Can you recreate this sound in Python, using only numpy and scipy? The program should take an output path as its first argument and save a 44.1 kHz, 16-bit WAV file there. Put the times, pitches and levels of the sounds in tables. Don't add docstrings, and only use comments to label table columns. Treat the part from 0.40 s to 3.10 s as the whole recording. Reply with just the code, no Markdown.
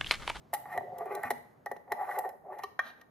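import sys
import numpy as np
from scipy import signal
from scipy.fft import rfft, irfft
from scipy.io import wavfile
from scipy.ndimage import uniform_filter1d

SR = 44100
rng = np.random.default_rng(int(sys.argv[2]) if len(sys.argv) > 2 else 0)


def level_to_linear(level):
    exponent = np.asarray(level, float) / 20
    return 10 ** exponent


def bounce(signal):
    frames = np.transpose(np.atleast_2d(signal))
    limited = np.clip(frames, -1, 1)
    pcm = np.round(limited * 32767).astype(np.int16)
    wavfile.write(sys.argv[1], SR, pcm)


N = 119070
T = np.arange(N) / SR
LEFT_DB = -0.5

# pitch in Hz, level in dB.
HUSH_COLOUR = [(35, -9), (200, -5), (800, -10), (2000, -25), (2700, -42), (8500, -50), (10500, -40),
               (14000, -35)]
# time in seconds, level in dB.
RUMBLE_LEVEL = [(0, -63), (.4, -61), (.9, -64.5), (1.01, -66), (1.6, -75.5), (2.7, -84.5)]
# pitch in Hz, level in dB, time to fall 60 dB in seconds.
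PANEL_TONES = [(766.3, -7, 0.082), (824.6, -1, 0.09), (899.5, -22, 0.044), (1173, -12.5, 0.046)]
# pitch in Hz, level in dB, time to fall 60 dB in seconds.
SKIRT_TONES = [(1290, -9, .04), (1550, -9, .04), (1700, -11, .04), (1850, -1, .07), (1945, 0, .07),
               (2420, -18, .035), (3190, -28, .025), (3950, -28, .02)]
# pitch in Hz, level in dB, time to fall 60 dB in seconds.
AIR_TONES = [(419.5, -10, 0.089), (456.2, -4, 0.059), (520.3, -6, 0.052), (614.6, -3, 0.056),
             (711.4, 0, .06)]
# pitch in Hz, level in dB, time to fall 60 dB in seconds.
LOOSE_TONES = [(413, -15, 0.1), (768, -4.5, 0.04), (1059, 3.5, 0.028), (1181, -0.5, 0.058),
               (1846, -6.5, 0.086), (2320, -10, 0.033), (3105, -20, 0.084), (3800, -35, 0.24),
               (4230, -28, 0.047), (4670, -28, 0.061)]
# pitch in Hz, level in dB, time to fall 60 dB in seconds.
FREE_TONES = [(751, 0, 0.012), (940, -11, 0.016), (1112, -7, 0.045), (1190, -11.5, 0.11), (1610, -1, 0.029),
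              (1855, -3, 0.072), (2140, -16, 0.016), (2336, -20.5, 0.072), (3246, -23.5, 0.048),
              (3830, -10, 0.0055)]
# pitch in Hz, width in Hz, level in dB.
RIM_COLOUR = [(2940, 780, -7.5), (4107, 133, 0), (4620, 1600, -13), (6050, 1120, -7.5), (7400, 350, -5),
              (8310, 940, -7), (9800, 1880, 0), (10880, 580, 8), (11085, 885, 10), (11600, 1410, 8),
              (13650, 720, 3), (16200, 490, 1.5), (12800, 260, -31)]
# start in seconds, level in dB, length in seconds, top end in dB.
RIM_TICKS = [(0.128, -44, 0.0081, -1), (0.1352, -22, 0.0068, 4), (0.144, -30, 0.0058, -3),
             (0.377, -34.5, 0.0023, -2), (.5832, -41.5, 0.0046, 0), (.658, -47, 0.0012, 1),
             (.751, -32, 0.0027, -1), (0.8336, -31.5, 0.0018, 2), (0.9032, -26, 0.008, -4.5),
             (1.26, -36, 0.0033, -5.5), (1.316, -36.5, 0.0021, -2), (1.365, -53, .004, -9),
             (1.5202, -27.5, 0.0036, -4), (1.7867, -27.5, 0.0052, 3), (1.8917, -40.5, 0.0022, -2),
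             (2.184, -47, 0.0094, -7), (2.235, -34, 0.0049, -11), (2.391, -39.5, 0.0055, -14),
             (2.613, -51, 0.0035, -16)]
# start in seconds, panel level in dB, skirt in dB against
# the panel, air in dB against the panel, rise in seconds.
LID_KNOCKS = [(.131, -26, -9.5, 0, 0.0021), (.137, -33.5, 2.5, 0, 0.0011), (.145, -27, -9, -8, 0.0034),
              (.255, -36.5, -8, -5, 0.00096), (.3755, -25.5, -3, 5, 0.0015), (.408, -41.5, -27, 11, .0012),
              (.484, -51, -15, 2, 0.00092), (.607, -39.5, -17, 10.5, 0.0011),
              (.657, -37.5, -11, 10.5, 0.0023), (.835, -28, 2, -8, 0.0016), (.905, -21.5, -3.5, 1, .0013),
              (1.26, -29.5, -3.5, -0.5, 0.0031), (1.313, -27.5, -8, 2, 0.0018),
              (1.364, -42.5, -4.5, 7, 0.00027), (1.478, -52, -9, 11, 0.0012),
              (1.5186, -21.5, -3.5, 0, 0.0014), (1.609, -27.5, -49, -14, 0.0031),
              (1.787, -29, -9.5, -9, 0.0033), (1.838, -36.5, -24, 5, 0.004),
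              (2.052, -52.5, -26, 8.5, 0.0013), (2.191, -33, -12.5, -7, .001),
              (2.198, -37.5, -7, -10, 0.00067)]
# start in seconds, level in dB, rise in seconds.
LID_LIFTS = [
    (2.3909, -17, 0.0016),
    (2.61, -50, 0.0039),
]
# time in seconds, rubbing in dB, brightness in dB, hollowness in dB.
WRIST_TURNS = [
    [(0.17, -55.5, 12, -7), (0.178, -66, -22, -5), (0.238, -58, -12, 3), (0.25, -52, -21, -6),
     (0.328, -44.5, 0.5, -9), (0.36, -41.5, -8, 2), (0.375, -34, -15, 0.5)],
    [(0.42, -61.5, -2, 15), (0.462, -60, -23, 14), (0.592, -50, -9, 6.5), (0.622, -43.5, -9.5, 3),
     (0.64, -54.5, -10, 15)],
    [(0.64, -67, 3, 20), (0.666, -48.5, -4, 11), (0.688, -47, -13.5, 0), (0.72, -39.5, -7.5, 2.5),
     (0.78, -44, -8.5, 5), (0.825, -48.5, -6, -3), (0.85, -40, -2, -15), (0.885, -44.5, -3, -12),
     (0.903, -51.5, -19, 0)],
]
# time in seconds, rubbing in dB, brightness in dB, hollowness in dB.
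REGRIP_TURNS = [
    [(1.47, -63.5, -17, 7), (1.51, -47, -14, -3.5), (1.52, -42.5, -14, 16.5)],
    [(1.535, -49, -7, 2), (1.57, -47, -19, -1.5), (1.613, -33.5, -14.5, -12), (1.64, -38.5, -12.5, -11),
     (1.663, -48.5, -3, -3), (1.697, -34.5, -12, -9), (1.715, -43.5, 1, -5), (1.745, -37, -7, -8),
     (1.77, -38, -6.5, -17)],
    [(1.77, -37, -16, 2.5), (1.792, -32, -12.5, -2), (1.815, -45, -16, -16), (1.833, -46.5, -14, -9),
     (1.85, -36, -11.5, -3), (1.875, -42, -17.5, 1), (1.9, -46.5, -7.5, -4), (1.91, -59.5, -15, 2),
     (1.96, -58.5, -20, 5.5)],
    [(2.035, -78, -27, 17), (2.06, -57.5, -14, 7), (2.09, -56, -20, 10), (2.13, -41, -16, -2.5),
     (2.155, -48.5, -10.5, -6), (2.175, -50, -13, 2), (2.19, -47, -12, -24), (2.215, -54, -5.5, -16),
     (2.234, -52, 3, -13)],
]
# time in seconds, level in dB.
MOUTH_DRAG = [(2.4, -60), (2.43, -58), (2.48, -50), (2.55, -71), (2.62, -66.5)]
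# start in seconds, jar hum in dB, counter thud in dB.
JAR_SHIFTS = [(0.378, -61, -46), (0.851, -52, -44), (0.92, -53, -51), (1.303, -60.5, -62),
              (1.529, -60.5, -53), (2.449, -64, -80)]


def unit(x):
    return x / np.sqrt(np.mean(x ** 2) + 1e-18)


def ring(x, hz, t60):
    decay = np.log(1000) / (t60 * SR)
    return signal.lfilter([1], [1, -np.exp(2j * np.pi * hz / SR - decay)], x).imag


def band(x, hz, width):
    return signal.lfilter(*signal.iirpeak(min(hz, .45 * SR), hz / width, SR), x)


def walk(rate):
    k = int(SR / rate)
    steps = np.repeat(rng.standard_normal(N // k + 1), k)
    return unit(uniform_filter1d(uniform_filter1d(steps, k), k)[:N])


def curve(rows, col):
    rows = np.array(rows)
    return np.interp(T, rows[:, 0], rows[:, col])


def add(out, x, at):
    i = int(at * SR)
    out[i:i + len(x)] += x[:N - i]


def strike(tones, rise):
    hz, db, t60 = np.array(tones).T[:, :, None]
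    t = T[:SR // 4]
    level_luck, pitch_luck, phase_luck = rng.standard_normal((3, len(tones), 1))
    swing = np.sin(2 * np.pi * hz * (1 + .01 * pitch_luck) * t + .4 * phase_luck)
    x = level_to_linear(db + 2.2 * level_luck) * swing * np.exp(-np.log(1000) * t / t60)
    x = x.sum(axis=0) * (1 - np.exp(-(t / max(rise, 1e-4)) ** 2))
    x = x * (1 + 3.4 * np.exp(-t / 0.015))
    return x / np.abs(x).max()


def hush():
    hz, colour = np.arange(N // 2 + 1) * SR / N + 1, np.array(HUSH_COLOUR)
    shape = level_to_linear(np.interp(np.log(hz), np.log(colour[:, 0]), colour[:, 1]))
    shape = shape / (1 + (hz / 14600) ** 40)
    mid, side = unit(irfft(rfft(rng.standard_normal((2, N))) * shape, N))
    side = signal.lfilter(*signal.butter(1, 250, "high", fs=SR), side)
    air = level_to_linear(-65.5) * (mid + side * np.array([[1], [-1]]))
    whine = level_to_linear(-97.5) * np.sin(2 * np.pi * 6620 * T)
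    rumble = unit(band(rng.standard_normal(N), 139, 77))
    rumble = rumble * level_to_linear(curve(RUMBLE_LEVEL, 1) + 0.28 * walk(3.35))
    return whine + air + rumble * level_to_linear(np.array([[LEFT_DB], [-LEFT_DB]]) / 2)


def rim(x, top_db=0):
    out = 0
    for k, (hz, width, db) in enumerate(RIM_COLOUR):
        out = out + (-1) ** k * level_to_linear(db + top_db * (hz > 7000)) * band(x, hz, width)
    return out


def ticks():
    out, t = np.zeros(N), T[:SR // 10]
    for at, db, length, top_db in RIM_TICKS:
        burst = t ** 2 * np.exp(-t / max(length, 2e-4) * 3)
        x = rim(rng.standard_normal(len(t)) * burst, top_db)
        add(out, level_to_linear(db) * x / np.abs(x).max(), at - .0015)
    return out


def knocks():
    out = np.zeros(N)
    for at, db, skirt_db, air_db, rise in LID_KNOCKS:
        air = strike([(hz, g - 5 * (hz < 660), t60) for hz, g, t60 in AIR_TONES], rise)
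        lid = strike(PANEL_TONES, rise) + level_to_linear(skirt_db) * strike(SKIRT_TONES, rise)
        add(out, level_to_linear(db) * (lid + level_to_linear(air_db) * air), at)
    add(out, level_to_linear(-26) * strike(LOOSE_TONES, 0.0033), 2.2345)
    for at, db, rise in LID_LIFTS:
        add(out, level_to_linear(db) * strike(FREE_TONES, rise), at)
    return out


def grains():
    hit = (rng.random(N) < 3000 / SR) * np.sign(rng.standard_normal(N))
    return hit * level_to_linear(2.5 * rng.exponential(size=N) + 2 * walk(70))


def rubbed(tones, x):
    y = 0
    for hz, db, t60 in tones:
        tone = band(band(ring(x, hz, t60), hz, hz / 3), hz, hz)
        y = y + level_to_linear(db + 3 * walk(12.14)) * unit(tone)
    power = uniform_filter1d(uniform_filter1d(y ** 2, size=2000), size=2000)
    return y / np.sqrt(power + 1e-9)


def slide(x):
    drift = walk(9)
    return np.interp(T + np.cumsum(.045 * (drift - drift.mean())) / SR, T, x)


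def threads():
    out, x = np.zeros(N), grains()
    air, panel = slide(rubbed(AIR_TONES, x)), rubbed(PANEL_TONES, x)
    skirt = rubbed(SKIRT_TONES[:-2], x)
    grit = unit(rim(x + 4.2 * rng.standard_normal(N)))
    for rows in list(WRIST_TURNS) + list(REGRIP_TURNS):
        on = uniform_filter1d(1. * ((T > rows[0][0]) & (T < rows[-1][0])), size=400)
        bright = level_to_linear(curve(rows, 2)) * (skirt + level_to_linear(-13) * grit)
        hollow = level_to_linear(curve(rows, 3)) * air
        out = out + on * level_to_linear(curve(rows, 1)) * (panel + hollow + bright)
    on = (T > MOUTH_DRAG[0][0]) & (T < MOUTH_DRAG[-1][0])
    free = rubbed(np.array(FREE_TONES) * [1, .5, .45], grains())
    scrape = unit(rim(rng.standard_normal(N), -10))
    return out + on * level_to_linear(curve(MOUTH_DRAG, 1)) * (free + level_to_linear(-12) * scrape)


def counter():
    out = np.zeros(N)
    for at, hum_db, thud_db in JAR_SHIFTS:
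        hum = strike([(240.8, 0, 0.58)], 0.0081)
        thud = strike([(101, 0, 0.086), (170, -3, .1)], 0.0014)
        add(out, level_to_linear(hum_db + 6.5) * hum + level_to_linear(thud_db + 1.5) * thud, at)
    return out


def room(x):
    t, noise = T[:SR // 2], rng.standard_normal((3, 2, SR // 2))

    def fall(t60):
        return np.exp(-np.log(1000) * t / t60) * (t > .002) / np.sqrt(t60 * SR / (2 * np.log(1000)))

    low = signal.lfilter(*signal.butter(2, 2500, fs=SR), noise[0]) * 3
    high = signal.lfilter(*signal.butter(2, 2500, "high", fs=SR), noise[1])
    tail = level_to_linear(-18.5) * (low * fall(0.49) + level_to_linear(7) * high * fall(0.48))
    early = level_to_linear(-2) * noise[2] * fall(0.021)
    return signal.fftconvolve(tail + early, x[None], axes=1)[:, :N]


def scene():
    low_cut = signal.butter(6, 385, "high", fs=SR, output="sos")
    lid = signal.sosfilt(low_cut, ticks() + knocks() + threads()) + counter()
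    late = np.interp(T - .00004, T, lid)
    ears = np.array([lid, late]) + room(lid)
    return ears * level_to_linear(np.array([[LEFT_DB], [-LEFT_DB]]) / 2) + hush()


def low_pass(x):
    return signal.sosfilt(signal.butter(12, 16440, fs=SR, output="sos"), x)


def record(dry):
    hz = np.arange(N // 2 + 1) * SR / N
    s = rfft(dry) / (1 + (hz / 15400) ** 40) / (1 + (48 / (hz + 1)) ** 4)
    top = np.clip((hz - 7200) / 600 + .5, 0, 1)
    lag = 2 * np.pi * (hz - 8000) / 3100
    turn = np.exp(.5j * (lag + .55 * np.sin(lag)) * np.array([[-1], [1]]))
    heard = irfft(s * (1 - top) + s[0] * top * turn, N)
    return low_pass(heard)


dry = scene()
out = record(dry)
bounce(out)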